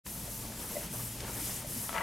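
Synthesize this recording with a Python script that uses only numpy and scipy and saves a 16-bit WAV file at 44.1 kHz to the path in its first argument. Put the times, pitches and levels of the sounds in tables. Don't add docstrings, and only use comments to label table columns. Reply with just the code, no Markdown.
import sys
import numpy as np
from scipy import signal
from scipy.io import wavfile
from scipy.ndimage import uniform_filter1d

SR = 44100
rng = np.random.default_rng(int(sys.argv[2]) if len(sys.argv) > 2 else 0)


def unload_wav(signal):
    wavfile.write(
        sys.argv[1],
        SR,
        np.round(np.clip(np.atleast_2d(signal).T, -1, 1) * 32767).astype(np.int16),
    )


N = 89170

# [f/Hz, level/dB per Hz]
AIR_SPECTRUM = [(15, -41), (25, 0), (45, 0), (130, 0), (211, 1), (414, -10), (790, -15.5), (904, -9),
                (1010, -17), (1640, -20.5), (4000, -18.5), (10000, -21), (13000, -21.5), (15800, -28)]
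# [f/Hz, resonator width/Hz, level/dB]
HUMS = [(56, 6.9, -55.5), (209, 12, -59.5), (907, 21, -69)]
# [t/s, level/dB]
HUM_SWELL = [(0.07, -52.5), (0.128, -50.5), (0.222, -59.5), (0.542, -48), (0.72, -61.5), (0.982, -46.5),
             (1.438, -52), (1.46, -49), (1.976, -60), (2.02, -49)]
# [f/Hz, correlation/0-1]
STEREO_LIKENESS = [(60, 1), (250, .985), (500, .94), (1000, .85), (2500, .8), (8000, .845)]
# [f/Hz, level/dB]
LEFT_OVER_RIGHT = [(200, 0), (500, 1), (1200, 2), (4000, 1.5), (12000, 2)]
# [t/s, level/dB before the rise and decay, f/Hz]
THUMPS = [(0.901, -33.5, 143), (1.411, -35, 301), (1.668, -33, 131), (1.762, -34, 234.6)]
# [t/s, level/dB added to each mode]
KNOCKS = [(.277, -39.5), (.7545, -32), (.765, -28), (.778, -42), (1.275, -42), (1.645, -36.5)]
# [f/Hz, relative level/dB, 60 dB decay time/s]
BOARD_MODES = [(448, -9.5, .05), (587, 0, 0.051), (659, -8.5, 0.084), (1050, -16, .025), (2020, -10, 0.036),
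               (2150, -23, 0.037)]
# [t/s, level/dB at the start, upper band limit f/Hz]
TICKS = [(.064, -43.5, 3500), (.264, -58, 4000), (1.204, -37.5, 10000)]
# [t/s, level/dB, gain of the drive to the upper modes/dB]
RATTLE_FORCE = [(1.925, -50, 0), (1.936, -47, -3), (1.95, -38.5, 12), (1.958, -33.5, 1), (1.967, -34, 4),
                (1.975, -36, -5), (1.982, -33.5, 16), (1.991, -41.5, -4), (2.0, -47, 0), (2.008, -34.5, 4),
                (2.02, -37, -3)]
# [f/Hz, width/Hz, level/dB]
FRAME_MODES = [(680, 37, 11.5), (938, 92, 11), (1104, 62, 6), (1315, 70, 10.5), (1680, 69, -4),
               (1930, 140, -1), (2240, 26, -12), (2720, 60, -28), (2940, 51, -25), (3430, 15, -25)]
# [t/s, level/dB at the start]
SNAPS = [(1.893, -28.5), (1.9294, -32)]
# [t/s, level/dB]
PRESS = [(.07, -56), (.24, -58.5), (.55, -53.5), (.63, -50), (.7, -49.5), (.83, -48.5), (.9, -52),
         (1.0, -50), (1.15, -55.5), (1.3, -44.5), (1.37, -47.5), (1.44, -47), (1.6, -53.5), (1.88, -55)]
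# [f/Hz, level/dB per Hz]
SCRUB_SPECTRUM = [(150, -10), (350, 3.5), (700, 2.5), (1200, -2), (2200, -6), (3500, -10), (6000, -25)]
# [t/s, level/dB before tilt, tilt/dB per octave]
STROKES = [(0.07, -44, -1.5), (0.118, -43, 3), (0.286, -45, -2), (0.33, -42, 2), (0.552, -47.5, -4),
           (0.586, -43.5, -1.5), (0.748, -41, 1), (0.852, -42.5, -2.5), (0.884, -49.5, -4),
           (0.938, -40.5, 0.5), (1.036, -40.5, 1.5), (1.248, -48, -6), (1.274, -44.5, 0),
           (1.454, -36.5, -2), (1.6, -41, -3), (1.644, -49, -3.5), (1.698, -40.5, 0), (1.84, -38, 0.5),
           (1.964, -46, -4.5), (2.02, -48, -2)]
# [f/Hz, level/dB per Hz]
FELT_SPECTRUM = [(880, -6), (1500, -22.5), (1940, -8), (2160, -11.5), (3200, -8.5), (4060, -12.5),
                 (5040, -4.5), (11400, 2.5), (13500, 0), (15800, -9)]

AIR_DB, HUM_HZ, HUM_WIDTH_HZ = -45, 117.3, 8
THUMP_RISE_S, THUMP_T60_S = 0.01, 0.12
TICK_T60_S = 0.035
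SLIPS_PER_S, SLIP_SPREAD_DB = 1500, 2
RATTLE_BAND_HZ, UPPER_HZ, RATTLE_LEFT_DB = [350, 3000], 1500, 3
SNAP_RING_DB, SNAP_T60_S = -4.5, 0.026
PIVOT_HZ = 9000
ROOM_T60_S, ROOM_DB, BOARD_ROOM_DB = 0.41, -8, -6.5
START_S, FADE_S, EDGE_HZ = 0.033, 0.032, 15880


def amp(db):
    return 10 ** (np.asarray(db) / 20)


def evened(x):
    return x / np.sqrt(np.mean(x ** 2) + 1e-20)


def read(points, hz):
    f, value = np.transpose(points)
    return np.interp(np.log(hz + 1), np.log(f + 1), value)


def curve(points, t, column=1):
    rows = np.transpose(points)
    return np.interp(t, rows[0], rows[column])


def add(mix, s, sound):
    part = mix[round(s * SR):][:len(sound)]
    part += sound[:len(part)]


def resonate(x, hz, width):
    turn = np.exp(2j * np.pi * hz * np.arange(len(x)) / SR)
    r = np.exp(-np.pi * width / SR)
    return 2 * (turn * signal.lfilter([1 - r], [1, -r], x / turn)).real


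def noise(field, size, patchy_db, flicker_db):
    hop = size // 4
    frames, hz = N // hop + 5, np.fft.rfftfreq(size, 1 / SR)[:, None]
    a, b, c, d, patches = rng.standard_normal((frames, len(hz), 5)).T
    patches = uniform_filter1d(patches, size=8, axis=0)
    patches = evened(uniform_filter1d(patches, size=10, axis=1))
    flicker = evened(uniform_filter1d(rng.standard_normal(frames), size=4))
    same = np.clip(read(STEREO_LIKENESS, hz), 0, 1)
    left = a + 1j * b
    right = same * left + np.sqrt(1 - same ** 2) * (c + 1j * d)
    lean = amp(read(LEFT_OVER_RIGHT, hz) / 2)
    z = np.array([left * lean, right / lean])
    t = np.arange(frames) * hop / SR
    z *= amp(field(hz, t) + patchy_db * patches + flicker_db * flicker)
    return evened(signal.istft(z, nperseg=size, noverlap=size - hop)[1][:, :N])


def hum(hz, width, db):
    fuzz = evened(resonate(resonate(rng.standard_normal(N), hz, width), hz, width))
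    tone = 1.5 * np.sin(2 * np.pi * hz * np.arange(N) / SR)
    return amp(db) * evened(tone + fuzz)


def air():
    wash = noise(lambda hz, t: read(AIR_SPECTRUM, hz) + 0 * t, size=2048, patchy_db=0.04, flicker_db=1.05)
    hums = sum(hum(*row) for row in HUMS)
    strongest = hum(HUM_HZ, HUM_WIDTH_HZ, curve(HUM_SWELL, np.arange(N) / SR))
    return amp(AIR_DB) * wash + hums + strongest


def room(x):
    t = np.arange(SR // 2) / SR
    taps = rng.choice([-1., 1.], (2, len(t))) * (rng.random((2, len(t))) < 2000 / SR)
    taps = taps * amp(-60 * t / ROOM_T60_S) * (t > .004)
    taps[1] = .6 * taps[0] + .8 * taps[1]
    taps = signal.lfilter([.4], [1, -.6], taps)
    return signal.fftconvolve(x[None], taps / np.linalg.norm(taps[0]), axes=1)[:, :N]


def thumps():
    out, t = np.zeros(N), np.arange(8000) / SR
    for s, db, hz in THUMPS:
        swing = np.minimum(t / THUMP_RISE_S, 1) * np.sin(2 * np.pi * hz * t)
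        add(out, s, amp(db - 60 * t / THUMP_T60_S) * swing)
    return out


def knocks():
    out, t = np.zeros(N), np.arange(6000) / SR
    phases = rng.random((len(KNOCKS), len(BOARD_MODES)))
    for (s, db), phase in zip(KNOCKS, phases):
        ring = sum(amp(level - 60 * t / t60) * np.sin(2 * np.pi * (hz * t + p))
                   for (hz, level, t60), p in zip(BOARD_MODES, phase))
        add(out, s, amp(db) * np.minimum(t / 0.0032, 1) * ring)
    return out


def ticks():
    out, t = np.zeros(N), np.arange(2000) / SR
    for (s, db, top_hz), crack in zip(TICKS, rng.standard_normal((len(TICKS), len(t)))):
        band = signal.butter(2, [600, top_hz], "bandpass", fs=SR)
        add(out, s, amp(db - 60 * t / TICK_T60_S) * evened(signal.lfilter(*band, crack)))
    return out


def frame(x, upper):
    band = signal.butter(3, RATTLE_BAND_HZ, "bandpass", fs=SR, output="sos")
    modes = sum(amp(db) * resonate(x * (upper if hz > UPPER_HZ else 1), hz, width)
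                for hz, width, db in FRAME_MODES)
    return signal.sosfilt(band, amp(-7.5) * x + modes)


def snap_force():
    out, t = np.zeros(N), np.arange(1500) / SR
    for (s, db), crack in zip(SNAPS, rng.standard_normal((len(SNAPS), len(t)))):
        add(out, s, amp(db - 60 * t / SNAP_T60_S) * (0.34 * crack + 1.62 * (t < .00012)))
    return out


def rattle():
    t = np.arange(N) / SR
    sizes = amp(SLIP_SPREAD_DB * np.minimum(rng.exponential(1, N), 3))
    slips = sizes * (rng.random(N) < SLIPS_PER_S / SR) * rng.choice([-1, 1], N)
    force = amp(curve(RATTLE_FORCE, t)) * (t > RATTLE_FORCE[0][0])
    upper = amp(curve(RATTLE_FORCE, t, column=2))
    rung = frame(slips * force, upper) / np.std(frame(slips, 1))
    snaps = snap_force()
    crisp = signal.lfilter(*signal.butter(2, [600, 4200], "bandpass", fs=SR), snaps)
    snap_ring = frame(snaps, 1) / np.std(frame(rng.standard_normal(N), 1))
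    return rung + crisp + amp(SNAP_RING_DB) * snap_ring


def scrub():
    rub = noise(lambda hz, t: read(SCRUB_SPECTRUM, hz) + 0 * t, size=512, patchy_db=3.67, flicker_db=1.4)
    return amp(curve(PRESS, np.arange(N) / SR)) * rub


def felt():
    def field(hz, t):
        tilt = np.log2((hz + 500) / PIVOT_HZ) * curve(STROKES, t, column=2)
        return read(FELT_SPECTRUM, hz) + tilt - 40 * (hz < 1200)
    hiss = noise(field, size=256, patchy_db=1.0, flicker_db=0.26)
    return amp(curve(STROKES, np.arange(N) / SR)) * hiss


def scene():
    board, side = knocks() + ticks(), rattle()
    hits = board * amp([[.8], [-.8]]) + side * amp([[RATTLE_LEFT_DB], [-RATTLE_LEFT_DB]])
    echoes = amp(ROOM_DB) * room(amp(BOARD_ROOM_DB) * board + side)
    return air() + echoes + thumps() + hits + scrub() + felt()


def record(dry):
    faded = dry * np.clip((np.arange(N) / SR - START_S) / FADE_S, 0, 1) ** 3
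    lowpass = signal.firwin(1023, EDGE_HZ, window=("kaiser", 11), fs=SR)
    return signal.oaconvolve(faded, lowpass[None], "same")


dry = scene()
out = record(dry)
unload_wav(out)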